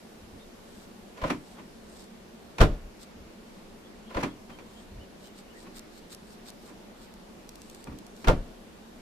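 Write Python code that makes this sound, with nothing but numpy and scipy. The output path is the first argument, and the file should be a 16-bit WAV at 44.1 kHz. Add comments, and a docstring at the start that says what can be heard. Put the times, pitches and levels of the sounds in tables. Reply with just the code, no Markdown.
"""A car door is pulled open and swung shut twice, close by, in a leafy yard.
Opening, the handle clunks and the latch springs free; shutting, the latch ticks, the door hits its
seal, the sheet metal rings and the cabin air booms. Each hit is a noise rattle plus ringing modes.
Around it are small grainy rubs and ticks of a nearby hand, the sine whistles of a far bird,
and a soft murmur of leaves and distant traffic."""
import sys
import numpy as np
from scipy import signal
from scipy.io import wavfile
from scipy.ndimage import uniform_filter1d

SR = 44100
rng = np.random.default_rng(int(sys.argv[2]) if len(sys.argv) > 2 else 0)


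def bounce(signal):
    """Save signal as a 16-bit WAV file at the path given by the first command-line argument."""
    frames = np.transpose(np.atleast_2d(signal))
    limited = np.clip(frames, -1, 1)
    pcm = np.round(limited * 32767).astype(np.int16)
    wavfile.write(sys.argv[1], SR, pcm)


N = 397341
T = np.arange(N) / SR

# Pulls of the handle, timed where the lock hits its stop: time_s, level_db
OPENINGS = [(1.239, -25), (4.169, -25)]
# Shutting swings, timed where the door meets its frame: time_s, speed_m_per_s
SHUTS = [(2.613, 1.0), (8.2835, .745)]
# Stereo image of the outdoor murmur and the rubs: frequency_hz, correlation
AIR_CORRELATION = [(60, 0.75), (250, 0.72), (600, 0.17), (1200, 0), (4000, 0.043), (12000, 0.05)]


def door():
    """The whole door: handle, latch and slam over soft low bumps and the cabin's boom."""
    # Stereo image of the rattle: frequency_hz, correlation
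    correlation = [(100, 0.89), (280, 1), (600, 0.95), (1200, 0.11), (4000, 0.29), (12000, -0.46)]
    bands = []
    for band in noise_bands(thirds(100), correlation):
        power = uniform_filter1d(np.mean(band ** 2, axis=0), int(.02 * SR))
        bands.append(band / np.sqrt(power + 1e-9))   # steady noise, so the hits alone shape it
    lock = pan(handle(bands) + latch(bands), left_db=-.2)
    body = pan(slam(bands), left_db=-1.5) + low_bumps()
    return lock + body + pan(cabin_boom(leak_hz=24.2, ring_db=4), left_db=1.5)


def handle(bands):
    """Handle and lock clunk on each pull, and again as the shut door rebounds from its seal."""
    # Slack taken up, lock caught, stop hit: delay_s, level_db, tilt_db_per_octave, build_s, ring_factor
    pull = [(-.062, -22.5, 3.6, .008, 4.2), (-.0215, -11.7, 2.8, .0018, 1.1), (0, -.3, 0, .002, .8)]
    # Rebound on the lock: delay_s (at 1 m/s), level_db, tilt_db_per_octave, build_s, ring_factor
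    rebound = [(.0195, -25, -2.5, .003, 1.25)]
    # Colour of the lock's rattle: frequency_hz, density_db
    colour = [(65, -34), (110, 2.5), (455, -5.5), (547, 2), (792, -13.5), (1010, -10.5), (1630, -16),
              (2360, -19.5), (10800, -50.5), (13800, -49), (15000, -78)]
    # Modes of the handle and the skin around it: pitch_hz, level_db, t60_s
    modes = [(155, 2, 0.098), (274, -5.5, 0.17), (330, -5, .1), (398, -16, .08), (535, 1, .08),
             (600, -7.5, 0.18), (1015, 1, 0.065), (1286, -10, 0.059), (1420, -8.5, .07), (2040, -18, 0.097)]
    hits = on_opening(pull)
    hits += [(s + delay * speed, *touch) for s, speed in SHUTS for delay, *touch in rebound]
    clatter = rattle(hits, colour, bands, crack_db=.5, crack_s=.0076,
                     tail_db=-38, tail_t60=.6, lag_cycles=.42, low_cut_hz=260)
    return clatter + struck(hits, modes, level_db=4, swell_cycles=3.15, scatter_db=1.2)


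def latch(bands):
    """The latch springs free on opening and ticks on shutting; soft door knocks ring the same modes."""
    # The latch drags, then lets go: delay_s, level_db, tilt_db_per_octave, build_s, ring_factor
    release = [(.0445, -18, 2, .021, .8), (.065, -1.2, .3, .0036, .9)]
    # Tick on the striker: gap_m, level_db, tilt_db_per_octave, build_s, ring_factor
    striker = [(.0293, -33, 1.6, .0005, 1.0)]
    # A hand takes hold, then the hinge stay knocks: time_s, level_db, tilt_db_per_octave, build_s
    soft_knocks = [(.333, -52, -5, .004), (1.595, -46, -1, .023), (4.503, -46, -.5, .007),
                   (4.587, -47.5, 1, .001), (5.675, -49, -1, .03), (6.7, -49, -2, .03),
                   (7.873, -41.5, -2, .0034), (7.925, -44.5, -4, .017)]
    # Colour of the latch's rattle: frequency_hz, density_db
    colour = [(65, -45), (110, 1), (245, -2.5), (645, -18), (953, -8), (1300, -14), (2610, -21.5),
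              (3560, -28), (12000, -44), (14100, -47), (15000, -82)]
    # Modes of the latch and the freed door: pitch_hz, level_db, t60_s
    modes = [(191, 1, 0.107), (246, 6, 0.13), (269, -1, 0.27), (306.4, -2.5, 0.3), (380, -4.5, 0.19),
             (409, -11, 0.12), (592, -3.5, 0.11), (770, -22, 0.16), (960, -13.5, 0.16), (1064, -21, .11),
             (1780, -17, 0.18), (2370, -5, .08), (2540, -7, 0.063), (5790, -15, 0.06)]
    knock_ring_factor = 1.4
    hits = on_opening(release) + on_shutting(striker)
    hits += [(*knock, knock_ring_factor) for knock in soft_knocks]
    clatter = rattle(hits, colour, bands, crack_db=5.5, crack_s=.0061,
                     tail_db=-38, tail_t60=.6, lag_cycles=.54, low_cut_hz=200)
    return clatter + struck(hits, modes, level_db=-1, swell_cycles=1.7, scatter_db=.1)


def slam(bands):
    """The door lands and its sheet metal rings."""
    # Hits on the seal, then the frame: gap_m, level_db, tilt_db_per_octave, build_s, ring_factor
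    seating = [(.006, -18, .6, .002, .6), (0, -14.7, 1.3, .0007, .76)]
    # Colour of the slam's rattle: frequency_hz, density_db
    colour = [(53, -31), (90, 7.5), (144, 0), (231, -6), (318, -10), (354, -6.5), (543, -10), (592, -6),
              (765, -17), (1390, -17), (1840, -25.5), (3280, -27.5), (12100, -49.5), (14100, -47),
              (15000, -66)]
    # Sheet-metal modes of the shut door: pitch_hz, level_db, t60_s
    modes = [(98.2, -5, 0.35), (116.8, -2.5, .32), (134.3, -1, .28), (152.6, -2.5, 0.28), (196, 4, 0.042),
             (262, -8, .3), (316, -4, 0.27), (383, -15, .2), (436, -1, 0.22), (496, -2, 0.2),
             (580, 1, 0.18), (667, -17, 0.17), (757, -3, 0.17), (895, 3.5, 0.11), (1026, -7.5, .12),
             (1219, -1, 0.1), (1396, 1, 0.11), (1580, -6, 0.086), (2124, -8.5, 0.1), (3315, -23, 0.082)]
    hits = on_shutting(seating)
    clatter = rattle(hits, colour, bands, crack_db=6.5, crack_s=.0037,
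                     tail_db=-25, tail_t60=.65, lag_cycles=.33, low_cut_hz=116)
    return clatter + struck(hits, modes, level_db=-6.5, swell_cycles=1.15, scatter_db=.8)


def cabin_boom(leak_hz, ring_db):
    """Opening or shutting, the door pushes a pulse of air that leaks away and leaves the cabin ringing."""
    # Modes of the cabin air and the body on its springs: pitch_hz, level_db, t60_s
    modes = [(22.6, -13, 0.34), (32, -19, 0.45), (39.7, -16, 0.34), (65, -22, .36), (101, -20, .26)]
    unseal_lead_s, unseal_db, unseal_width_s = .0068, -1.2, .0023
    shut_db, shut_width_s = -4.8, .0033   # at 1 m/s; a slower door pushes softer and longer
    pulses = [(s - unseal_lead_s, db + unseal_db, unseal_width_s) for s, db in OPENINGS]
    pulses += [(s, shut_db + speed_db(speed), shut_width_s / speed) for s, speed in SHUTS]
    push = sum(from_db(db) * np.exp(-((T - s) / width) ** 2 / 2) for s, db, width in pulses)
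    flow = np.gradient(push)
    boom = sum(from_db(db + ring_db) * ring(flow, hz, t60) for hz, db, t60 in modes)
    return butter(push, leak_hz, "high", order=3) + boom


def low_bumps():
    """Soft swells of low rumble."""
    # Bumps: time_s, level_db, half_length_s
    bumps = [(.3, -51, 0.082), (2.853, -46, 0.031), (3.214, -51, 0.047), (4.975, -44.5, 0.057),
             (7.914, -43, 0.051)]
    swells = sum(from_db(db) * np.exp(-((T - s) / half) ** 2) for s, db, half in bumps)
    return swells * rms_one(butter(rng.standard_normal(N), [25, 95], "band"))


def on_opening(steps):
    """The same run of hits goes with each pull of the handle."""
    return [(s + delay, pull_db + db, *touch) for s, pull_db in OPENINGS for delay, db, *touch in steps]


def on_shutting(steps):
    """The closing door hits each part when that part's gap is left to travel."""
    return [(s - gap / speed, db + speed_db(speed), *touch)
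            for s, speed in SHUTS for gap, db, *touch in steps]


def speed_db(speed):
    """A faster door hits harder: 10 dB for each doubling of speed."""
    return 10 * np.log2(speed)


def rattle(hits, colour, bands, crack_db, crack_s, tail_db, tail_t60, lag_cycles, low_cut_hz):
    """Countless close modes of door and lock: a crack, a decay by band, a faint return from the trees."""
    # Decay of the rattle: frequency_hz, t60_s
    decay = [(100, 0.36), (300, 0.3), (600, 0.19), (1200, 0.18), (4000, 0.18), (12000, 0.21)]
    centres = thirds(100)[:, None]
    t60s = at_hz(decay, centres)
    share = from_db(at_hz(colour, centres)) ** 2 * centres / t60s
    power = np.zeros((len(centres), N))
    for s, db, tilt_db, build_s, ring_factor in hits:
        span = slice(int((s - .09) * SR), int((s + .45) * SR))
        t = T[span] - s - lag_cycles / centres   # long bending waves arrive later
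        after = np.maximum(t, 0)
        rise = np.exp(2 * np.minimum(t, 0) / (build_s + 1 / (2 * centres)))
        fall = np.exp(-2 * np.log(1000) * after / (t60s * ring_factor))
        crack = from_db(crack_db) ** 2 * centres / (centres + 1500) * np.exp(-2 * after / crack_s)
        tail = from_db(tail_db) ** 2 * np.exp(-2 * np.log(1000) * after / tail_t60)
        tilted = share * from_db(tilt_db * np.log2(centres)) ** 2
        power[:, span] += from_db(db) ** 2 * tilted / tilted.sum() * rise * (fall + crack + tail)
    clatter = sum(np.sqrt(p) * band for p, band in zip(power, bands))
    return butter(clatter, low_cut_hz, "high", order=1)   # leave the bass to a few modes


def struck(hits, modes, level_db, swell_cycles, scatter_db):
    """Every hit sets the modes ringing; they swell over a few cycles, and high ones spread wide."""
    hz, mode_db, t60 = np.array(modes).T[:, :, None]
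    t = T[:SR // 2]
    swell = 1 - np.exp(-(t * hz / swell_cycles) ** 2)
    left_lead = np.clip(hz / 900, 0, 1) * np.pi / 4 * (-1) ** np.arange(len(hz))[:, None]
    tones = np.array([np.sin(2 * np.pi * hz * t + side * left_lead) for side in (1, -1)])
    rings = tones * swell * np.exp(-np.log(1000) * t / t60)
    out = np.zeros((2, N))
    for s, db, tilt_db, _, _ in hits:
        scatter = scatter_db * rng.standard_normal(hz.shape)
        strength = from_db(db + level_db + mode_db + tilt_db * np.log2(hz / 600) + scatter)
        start = int(s * SR)
        out[:, start:start + len(t)] += (strength * rings).sum(axis=1)
    return out


def hand():
    """A finger rubs to and fro: light strokes out and, mid-run, firm strokes back that end in a snap."""
    # Single dry rubs: end_s, length_s, level_db
    lone = [(.855, .16, -59), (1.55, .093, -60), (2.053, .14, -56.5), (3.04, .035, -52), (4.85, .16, -62),
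            (5.405, .04, -55.5), (7.85, .3, -61), (8.24, .07, -57)]
    period_s, snap_delay_s, snap_db = .3545, .0105, -37.5
    light = [(5.286 + k * period_s, .072, -57.5) for k in range(6)]   # same columns
    firm = [(5.783 + k * period_s, .029, -48) for k in range(3)]
    snaps = [(end + snap_delay_s, snap_db) for end, _, _ in firm]
    return rubs(lone + light + firm, grain_db=3.2) + grip_ticks(snaps, decay_s=.0019, trim_db=-.3)


def rubs(strokes, grain_db):
    """Each rub is a grainy hiss that swells and stops."""
    # Colour of the rasp: frequency_hz, density_db
    colour = [(1200, 6), (3000, -1), (4400, 13), (6000, -2), (8000, 8), (10000, -17), (12500, 1),
              (15000, -45)]
    hiss = coloured_noise(thirds(1250), colour, AIR_CORRELATION, patchy_db=1)
    envelope = np.zeros(N)
    for end, length, db in strokes:
        corners_s = [end - 1.6 * length, end - length / 2, end - length / 10, end + .015]
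        envelope += from_db(db) * np.interp(T, corners_s, [0, 1, 1, 0])
    roughness = rms_one(butter(rng.standard_normal(N), 250, "low"))
    return hiss * envelope * rms_one(from_db(grain_db * roughness))


def grip_ticks(snaps, decay_s, trim_db):
    """Ticks of the grip and snaps of the finger: tiny bursts of bright noise."""
    # Ticks of the grip: time_s, level_db
    ticks = [(7.1392, -46), (7.4914, -36), (7.5557, -40), (7.6181, -41), (7.6984, -41), (7.7473, -41),
             (7.8416, -40), (7.9872, -39), (8.0661, -44), (8.1653, -46)]
    clicks = np.zeros(N)
    for s, db in ticks + snaps:
        clicks[int(s * SR)] = from_db(db + trim_db)
    envelope = signal.lfilter([1], [1, -np.exp(-1 / (decay_s * SR))], clicks + 1e-18)
    return envelope * bright_hiss(low_hz=3500, high_hz=6200)


def bird(half_note_s, waver):
    """Far whistles that arch up to their top pitch and droop, blurred by the leaves."""
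    # Single calls: time_s, top_pitch_hz, level_db
    calls = [(.418, 3680, -57), (3.93, 1940, -61), (5.57, 1910, -53)]
    slide, droop = .1, .035   # shares of the pitch
    out = np.zeros((2, N))
    for s, hz, db in song(count=8) + calls:
        span = slice(int((s - .1) * SR), int((s + .1) * SR))
        t = (T[span] - s) / half_note_s
        blur = rms_one(butter(rng.standard_normal((2, len(t))), 177, "low"))
        pitch = hz * (1 - slide * np.minimum(t, 0) ** 2 - droop * np.maximum(t, 0) ** 2 + waver * blur)
        out[:, span] += from_db(db) * np.exp(-t ** 2) * np.sin(2 * np.pi * np.cumsum(pitch, axis=1) / SR)
    return out


def song(count):
    """The bird's run of notes slows, sinks in pitch and is loudest in the middle."""
    note = np.arange(count)
    time_s = 3.86 + .221 * note + .0022 * note ** 2
    pitch_hz = 3330 - 42 * note + 60 * rng.standard_normal(count)
    level_db = -55.5 - 3.5 * np.linspace(-1, 1, count) ** 2
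    return list(zip(time_s, pitch_hz, level_db))


def outdoors(murmur_db, drone_hz, drone_db):
    """A softly wavering murmur of leaves and distant traffic, with a faint low drone."""
    # Colour of the murmur: frequency_hz, density_db
    colour = [(12, -33), (20, -1.5), (147, -16.5), (223, 1), (263, -13.5), (347, -4.5), (387, -9.5),
              (457, -6.5), (497, -9.5), (1460, -21), (4200, -26.5), (6180, -30), (7720, -32.5),
              (13800, -38), (15000, -49)]
    murmur = coloured_noise(thirds(20.49), colour, AIR_CORRELATION, patchy_db=1.02)
    drone = rms_one(ring(rng.standard_normal(N), drone_hz, t60=.075))
    return from_db(murmur_db) * murmur + from_db(drone_db) * drone


def opening_hiss():
    """A thin bright hiss that fades over the first seconds."""
    # Fade of the hiss: time_s, level_db
    fade = [(0, -65), (2.4, -72), (3.6, -78), (9, -76)]
    time_s, level_db = np.transpose(fade)
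    return from_db(np.interp(T, time_s, level_db)) * bright_hiss(low_hz=3500, high_hz=6000)


def bright_hiss(low_hz, high_hz):
    """Wide stereo hiss with a gently rolled-off top; rms one."""
    hiss = butter(rng.standard_normal((2, N)), low_hz, "high")
    return rms_one(butter(hiss, high_hz, "low", order=1))


def coloured_noise(centres, colour, correlation, patchy_db):
    """Stereo noise with a given spectrum, each band wavering on its own; rms one."""
    bands = noise_bands(centres, correlation)
    return rms_one(sum(from_db(at_hz(colour, hz) + patchy_db * drift(10)) * np.sqrt(hz) * band
                       for hz, band in zip(centres, bands)))


def noise_bands(centres, correlation):
    """One stereo noise of rms one for each third-octave band; neighbours are unrelated."""
    white = rng.standard_normal((2, 2, N))
    for k, hz in enumerate(centres):
        mid, side = butter(white[k % 2], [hz / 2 ** (1 / 6), hz * 2 ** (1 / 6)], "band")
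        alike = np.clip(at_hz(correlation, hz), -1, 1)
        yield rms_one(np.sqrt(1 + alike) * mid + np.sqrt(1 - alike) * side * [[1], [-1]])


def drift(rate_hz):
    """A slow random wander around zero."""
    knots = rng.standard_normal(int(N / SR * rate_hz) + 2)
    return np.interp(T * rate_hz, np.arange(len(knots)), knots)


def ring(force, hz, t60):
    """Resonator: a unit click sets a sine of height one ringing."""
    radius, step = np.exp(-np.log(1000) / (t60 * SR)), 2 * np.pi * hz / SR
    return signal.lfilter([0, np.sin(step)], [1, -2 * radius * np.cos(step), radius ** 2], force + 1e-18)


def butter(x, hz, kind, order=2):
    """Causal Butterworth filter."""
    sections = signal.butter(order, np.clip(hz, 5, .48 * SR), kind, fs=SR, output="sos")
    return signal.sosfilt(sections, x + 1e-18)


def thirds(low_hz):
    """Centres of third-octave bands up to the top of hearing."""
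    return low_hz * 2 ** np.arange(0, np.log2(16000 / low_hz), 1 / 3)


def at_hz(points, hz):
    """Read a table on a log-frequency axis."""
    points = np.array(points)
    return np.interp(np.log(hz), np.log(points[:, 0]), points[:, 1])


def pan(x, left_db):
    """Set the left side left_db above the right."""
    return x * from_db(left_db / 2 * np.array([[1], [-1]]))


def from_db(db):
    """Decibels to gain."""
    return 10 ** (np.asarray(db) / 20)


def rms_one(x):
    """Scale to an rms of one."""
    return x / np.sqrt(np.mean(x ** 2) + 1e-20)


def scene():
    """The door in front, the yard around it."""
    background = outdoors(murmur_db=-49.5, drone_hz=229.5, drone_db=-57.5) + opening_hiss()
    background += bird(half_note_s=.028, waver=.022)
    return door() + hand() + background


def record(dry):
    """The highest peaks are rounded off, and the top is cut steeply."""
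    ceiling, cutoff_hz = .85, 14400
    rounded = dry / (1 + (dry / ceiling) ** 4) ** (1 / 4)
    return signal.sosfilt(signal.ellip(10, .2, 70, cutoff_hz, fs=SR, output="sos"), rounded)


dry = scene()
out = record(dry)
bounce(out)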